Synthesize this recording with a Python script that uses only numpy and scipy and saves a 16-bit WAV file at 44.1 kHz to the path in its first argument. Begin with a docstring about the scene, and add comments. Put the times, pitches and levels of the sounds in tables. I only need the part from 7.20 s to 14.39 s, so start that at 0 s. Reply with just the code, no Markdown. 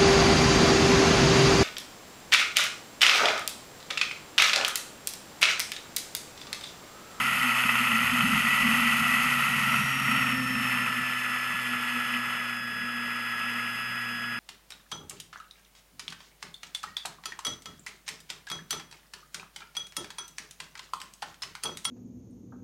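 """Model aircraft in a climb

On board a small electric model aircraft that pulls up into a climb and loses airspeed.
The two-bladed propeller and fourteen-pole motor whine as sines on multiples of the shaft speed.
Slipstream is shaped noise that rushes over the microphone housing, excites its resonances and hisses.
Buffeting shakes a low mode of the airframe with noise, thumps and a wavering hum, over a faint drone."""
import sys
import numpy as np
from scipy import signal
from scipy.fft import rfft, irfft, next_fast_len
from scipy.io import wavfile
from scipy.ndimage import uniform_filter1d

SR = 44100
rng = np.random.default_rng(int(sys.argv[2]) if len(sys.argv) > 2 else 0)


def unload_audio(sound):
    """Save the sound as a 16-bit wav file, at the path given as the first command line argument."""
    columns = np.transpose(np.atleast_2d(sound))
    # keep every value between -1 and 1, then stretch to whole-number steps
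    steps = np.round(np.clip(columns, -1, 1) * 32767)
    wavfile.write(sys.argv[1], SR, steps.astype(np.int16))


N = 317079


def from_db(db):
    """Turn decibels into an amplitude factor."""
    return 10 ** (np.asarray(db) / 20)


def rms_one(x):
    """Scale to an average (RMS) strength of 1."""
    return x / np.sqrt(np.mean(x ** 2) + 1e-20)


def in_time(rows):
    """Draw straight lines between the rows of a table, one curve for each column after the time."""
    seconds, *columns = np.transpose(rows)
    t = np.arange(N) / SR
    return [np.interp(t, seconds, column) for column in columns]


def drift(rate_hz):
    """Slow random wandering of spread 1: noise through two equal one-pole low-pass filters."""
    r = np.exp(-2 * np.pi * rate_hz / SR)
    noise = rng.standard_normal(N + SR)
    settled = signal.lfilter([1], [1, -2 * r, r * r], noise)[SR:]  # drop the filter's first second
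    return rms_one(settled)


def coloured(x, spectrum, modes=()):
    """Filter by a spectrum lifted at each resonance, with no sound ahead of its cause."""
    size = 2 * next_fast_len(N // 2 + SR // 4)
    hz = np.arange(1, size // 2 + 2) * SR / size
    point_hz, point_db = np.transpose(spectrum)
    gain = from_db(np.interp(np.log(hz), np.log(point_hz), point_db, left=-70, right=-70))
    for centre_hz, width_hz, lift_db in modes:
        offset = 2 * (hz - centre_hz) / width_hz
        gain = gain * (1 + (from_db(lift_db) - 1) / (1 + offset ** 2))
    cepstrum = irfft(np.log(rms_one(gain)), size)  # rms_one: white noise keeps its level
    cepstrum[1:size // 2] *= 2      # folding gives the minimum phase
    cepstrum[size // 2 + 1:] = 0
    response = np.exp(rfft(cepstrum))
    return irfft(rfft(x, size) * response, size)[:N]


def clicks(events, boost_db):
    """A sudden knock is a single-sample impulse, boosted because later filtering weakens it."""
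    out = np.zeros(N)
    seconds, db = np.transpose(events)
    out[(seconds * SR).astype(int)] = from_db(db + boost_db)
    return out


# How fast the shaft spins. Each row: time in seconds, shaft turns per second.
SHAFT_SPEED = [(0.0, 133.3), (0.15, 128.95), (0.3, 125.8), (0.6, 124.9), (0.92, 123.0), (1.0, 124.7),
               (1.2, 137.5), (1.3, 139.6), (1.55, 141.0), (1.7, 140.1), (2.0, 139.55), (2.45, 135.2),
               (2.75, 133.8), (2.92, 132.4), (3.2, 128.34), (3.65, 124.95), (4.1, 123.3), (4.7, 121.55),
               (5.1, 121.05), (5.55, 120.24), (5.9, 120.08), (7.19, 119.72)]


def shaft_speed():
    """The inertia of the spinning parts rounds off changes of speed; a running mean does this."""
    turns, = in_time(SHAFT_SPEED)
    return uniform_filter1d(turns, size=SR // 16, mode="nearest")


def shaft_angle(turns):
    """Adding up the speed gives the shaft angle in radians; the speed jitters slightly."""
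    jittery_turns = turns * (1 + 0.00034 * drift(7.9))
    return 2 * np.pi * np.cumsum(jittery_turns) / SR


# The propeller's own tones. Each row: time in seconds, blade tone in dB, unbalance tone in dB.
PROPELLER = [(0.0, -65, -49), (0.3, -47, -48.5), (0.88, -42.5, -44.5), (1.2, -51, -47.5), (1.4, -77, -46),
             (2.16, -65, -45), (2.6, -52.5, -41), (3.2, -34.5, -40), (3.7, -45.5, -47.5),
             (4.18, -46, -53.5), (4.4, -52, -51), (4.52, -37, -52), (4.64, -45, -53), (4.78, -36.5, -55),
             (4.86, -47, -52), (4.96, -36.5, -55), (5.05, -46, -53), (5.4, -46, -54), (5.8, -41, -56),
             (6.18, -48.5, -54.5), (6.38, -40.5, -54), (6.62, -53, -51), (6.78, -51, -51), (6.9, -45, -52),
             (7.19, -45.5, -53)]


def propeller_levels():
    """Two blades sound at twice the shaft speed, unbalance at once the shaft speed."""
    blade_db, unbalance_db = in_time(PROPELLER)
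    return {2: blade_db, 1: unbalance_db}


# Pull of the motor, light until the throttle opens. Each row: time in seconds, load in dB.
MOTOR_LOAD = [(0.0, -9), (1.08, -12), (1.2, 0), (7.19, 0)]
# Tones of the motor's magnet poles. Each row: multiple of shaft speed, share of the load swing.
POLE_TONES = [(14, 1.0), (28, 0.1), (42, 1.8)]
# Strength of a pole tone at full load, by its pitch. Each row: pitch in Hz, level in dB.
MOUNT_RESPONSE = [(1670, -38.5), (1740, -36.5), (1900, -38.5), (1960, -33), (3350, -49.5), (3410, -49),
                  (3480, -56), (3580, -61), (3860, -56), (3930, -74), (5030, -48), (5120, -52.5),
                  (5230, -50.5), (5340, -46), (5620, -48), (5700, -55), (5800, -63), (5900, -65)]


def pole_levels(turns):
    """Each pole tone grows with the load and rises or falls as its pitch crosses the mount response."""
    load_db, = in_time(MOTOR_LOAD)
    hz, db = np.transpose(MOUNT_RESPONSE)
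    return {multiple: np.interp(multiple * turns, hz, db) + share * load_db
            for multiple, share in POLE_TONES}


# Weaker tones. Each row: multiple of shaft speed, multiple of the main tone whose level it follows,
# level in dB relative to that tone (negative is weaker).
SIDE_TONES = [(4, 2, -20), (11, 28, 1), (12, 28, -2), (13, 14, -11), (15, 14, -10), (16, 14, -14),
              (24, 28, -5), (40, 42, -18), (41, 42, -19), (44, 42, -19)]


def whine(angle, levels_db, flutter_db):
    """Propeller and motor tones are sines locked to the shaft; each flutters a little in strength."""
    main_tones = [(multiple, multiple, 0) for multiple in levels_db]
    out = np.zeros(N)
    for multiple, leader, relative_db in main_tones + SIDE_TONES:
        level_db = levels_db[leader] + relative_db + flutter_db * drift(10.7)
        phase = rng.uniform(0, 2 * np.pi)
        out += np.sqrt(2) * from_db(level_db) * np.sin(multiple * angle + phase)
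    return out


# Strength of the slipstream. Each row: time in seconds, rush level in dB.
SLIPSTREAM = [(0.0, -25.5), (0.5, -25.5), (1.08, -25.5), (1.6, -24.5), (2.32, -26), (2.58, -25),
              (2.66, -29.5), (2.84, -29), (2.89, -26), (3.08, -26.5), (3.2, -32.5), (3.34, -31),
              (3.52, -27.5), (3.82, -31), (5.1, -31.5), (5.26, -33), (5.45, -38), (5.75, -35.5), (6.4, -33),
              (6.6, -35), (7.19, -36.5)]
# The hiss grows with the rush. Each row: rush level in dB, hiss level in dB.
HISS_LAW = [(-36.5, -52), (-32.5, -47), (-24, -36.5)]
# The hiss heeds quick gusts only in part, otherwise the mean flow over this span in seconds.
GUST_SHARE, AIRSPEED_S = 0.47, 1.0


def slipstream_levels():
    """Airflow sets the rush directly and the hiss mostly through its mean; both in dB."""
    rush_db, = in_time(SLIPSTREAM)
    mean_db = uniform_filter1d(rush_db, size=int(AIRSPEED_S * SR), mode="nearest")
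    heeded_db = mean_db + GUST_SHARE * (rush_db - mean_db)
    return rush_db, np.interp(heeded_db, *np.transpose(HISS_LAW))


WAKE_PER_BLADE, WAKE_PER_TURN = 0.16, 0.1   # depth of the pulsing in the slipstream, 1 is full


def turbulence(angle, gust_db, eddy_db, eddy_rate_hz):
    """Rough air is noise that swells with gusts and eddies and pulses with each blade and turn."""
    wake = 1 + WAKE_PER_BLADE * np.cos(2 * angle) + WAKE_PER_TURN * np.cos(angle)
    swelling = from_db(gust_db + eddy_db * drift(eddy_rate_hz))
    return rms_one(rng.standard_normal(N) * wake * swelling)


def crackle(per_s, size_db):
    """Small eddies burst at random as single impulses of uneven strength and either sign."""
    extra_db = 2.47 * np.minimum(rng.exponential(1, N), 4)
    sizes = from_db(size_db + extra_db) * rng.choice([-1, 1], N)
    return sizes * (rng.random(N) < per_s / SR)


def bursts(events, gain_db, decay_s):
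    """A sharp eddy is a sudden puff of noise that dies in a few milliseconds."""
    fade = np.exp(-1 / (decay_s * SR))
    envelope = signal.lfilter([1], [1, -fade], clicks(events, gain_db) + 1e-18)
    return envelope * rng.standard_normal(N)


# Sharp eddies on the housing. Each row: time in seconds, peak in dB before gain and filtering.
POPS = [(0.381, -6), (0.4359, -1.5), (0.4908, -1.5), (0.554, -1), (0.6699, -4.5), (0.7173, -4),
        (0.7881, -6), (0.8765, -10), (1.0068, -2), (1.4147, -9), (1.6295, -11), (2.3301, -10), (2.4947, -7),
        (2.5406, -4), (2.8803, -6.5), (3.472, -9)]
# Balance of the rush. Each row: frequency in Hz, relative strength in dB per Hz.
RUSH_SPECTRUM = [(400, -27), (550, -23), (1000, -13.5), (1600, -21.5), (2300, -14), (3100, -11.5),
                 (3600, -23), (4000, -43)]
# Resonances of the microphone housing. Each row: centre in Hz, width in Hz, lift in dB.
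HOUSING = [(1301, 160, 8.5), (1370, 236, 13), (1954, 182, 17.5), (2603, 293, 11.5), (2995, 98, 4)]


def rush(angle, gust, rush_db):
    """Air tumbling over the microphone housing drives its resonances with noise, crackle and pops."""
    flow = turbulence(angle, 0.63 * gust, eddy_db=0.94, eddy_rate_hz=110)
    flow = flow + crackle(per_s=72, size_db=11)
    pops = bursts(POPS, gain_db=-13.5, decay_s=0.0041)
    return coloured(from_db(rush_db) * flow + pops, RUSH_SPECTRUM, HOUSING)


# Balance of the hiss. Each row: frequency in Hz, relative strength in dB per Hz.
HISS_SPECTRUM = [(3200, -10), (3700, -4.5), (4700, -3.5), (5400, -2.5), (5850, -13.5), (6340, 0),
                 (6900, -6), (8200, -5.5), (8850, -2.5), (9700, -6.5), (11000, 0), (12800, -2.5),
                 (14000, -5)]
# Narrow peaks in the hiss. Each row: centre in Hz, width in Hz, lift in dB.
HISS_PEAKS = [(4000, 83, 2), (4465, 70, 5.5)]


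def hiss(angle, gust, hiss_db):
    """The bright part of the slipstream is noise with its own eddies but the same gusts."""
    flow = turbulence(angle, 0.59 * gust, eddy_db=-0.74, eddy_rate_hz=150)
    return coloured(from_db(hiss_db) * flow, HISS_SPECTRUM, HISS_PEAKS)


# Strength of the shaking. Each row: time in seconds, level in dB.
BUFFETING = [(0.0, -39.5), (0.3, -49), (0.62, -43.5), (1.0, -37), (2.2, -39.5), (2.54, -38), (3.4, -40.5),
             (3.75, -49), (3.86, -53), (7.19, -55)]
# Jolts of the airframe. Each row: time in seconds, peak in dB before boost and filtering.
THUMPS = [(0.198, -36), (0.448, -32.5), (0.6, -39), (0.728, -40), (0.84, -34), (0.922, -36), (1.15, -35),
          (1.5, -48), (4.339, -39)]
# Balance of the shaking. Each row: frequency in Hz, relative strength in dB per Hz.
BUFFET_SPECTRUM = [(20, -23), (60, -19), (100, -15.5), (200, -8), (260, -14.5), (300, -30), (350, -128)]
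# Low mode of the airframe. Each row: centre in Hz, width in Hz, lift in dB.
AIRFRAME = [(240, 51, 11.5)]


def buffet():
    """Unsteady noise and sudden jolts shake the airframe, which favours its low mode."""
    level_db, = in_time(BUFFETING)
    shake = from_db(level_db + 2.6 * drift(7.7)) * rng.standard_normal(N)
    return coloured(shake + clicks(THUMPS, boost_db=28), BUFFET_SPECTRUM, AIRFRAME)


# Swells of the hum. Each row: time of the top in seconds, level of this swell in dB, length in seconds.
HUM_SWELLS = [(0.0, -40, .12), (0.26, -36, 0.11), (0.52, -34.5, 0.051), (0.62, -34.5, 0.029),
              (0.76, -32.5, 0.11), (0.94, -32, 0.038), (1.06, -34.5, 0.23), (1.5, -31.5, .08),
              (1.7, -34.5, 0.37), (2.08, -37.5, 0.22), (2.34, -38, .14), (2.54, -33, 0.047),
              (2.93, -36.5, 0.034), (3.07, -36, 0.091), (3.4, -42, 0.083), (3.58, -39, .1),
              (3.78, -38, 0.038)]


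def swells(events):
    """Bell-shaped rises and falls of the hum are added as powers; the sum is in dB."""
    t = np.arange(N) / SR
    power = np.zeros(N)
    for top_s, db, length_s in events:
        bell = np.exp(-(2 * (t - top_s) / length_s) ** 2)
        power += from_db(2 * db) * bell   # twice the dB turns amplitude into power
    return 10 * np.log10(power + 1e-9)


HUM_HZ = 236.4   # middle pitch


def hum(level_db, waver_hz):
    """The shaken airframe rings on its low mode; the pitch wavers as fresh knocks upset the phase."""
    cycles = np.cumsum(HUM_HZ + waver_hz * drift(12.3)) / SR
    return np.sqrt(2) * from_db(level_db) * np.sin(2 * np.pi * cycles)


# Strength of the faint low noise. Each row: time in seconds, level in dB.
DRONE_LEVEL = [(0, -51.5), (.4, -56.5), (3.2, -56), (3.7, -54), (7.19, -57.5)]
# Balance of the faint low noise. Each row: frequency in Hz, relative strength in dB per Hz.
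DRONE_SPECTRUM = [(260, -2), (330, -1), (450, -0.5), (650, -0.5), (900, -2)]


def drone():
    """A faint low background is filtered noise of slowly changing level."""
    level_db, = in_time(DRONE_LEVEL)
    return coloured(from_db(level_db) * rng.standard_normal(N), DRONE_SPECTRUM)


def scene():
    """The shaft drives the whine and pulses the slipstream; buffeting, hum and drone are added."""
    turns = shaft_speed()
    angle = shaft_angle(turns)
    motor = whine(angle, propeller_levels() | pole_levels(turns), flutter_db=0.78)
    rush_db, hiss_db = slipstream_levels()
    gust = drift(36)      # one gustiness for the whole slipstream
    air = rush(angle, gust, rush_db) + hiss(angle, gust, hiss_db)
    airframe = buffet() + hum(swells(HUM_SWELLS), waver_hz=6.18)
    return (motor + air + airframe + drone())[None]


CUTOFF_HZ = 12800


def record(dry):
    """A steep low-pass filter cuts off the top of the sound."""
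    low_pass = signal.ellip(14, 0.3, 62, CUTOFF_HZ, fs=SR, output="sos")  # ripple, stop depth in dB
    return signal.sosfilt(low_pass, dry)


dry = scene()
out = record(dry)
unload_audio(out)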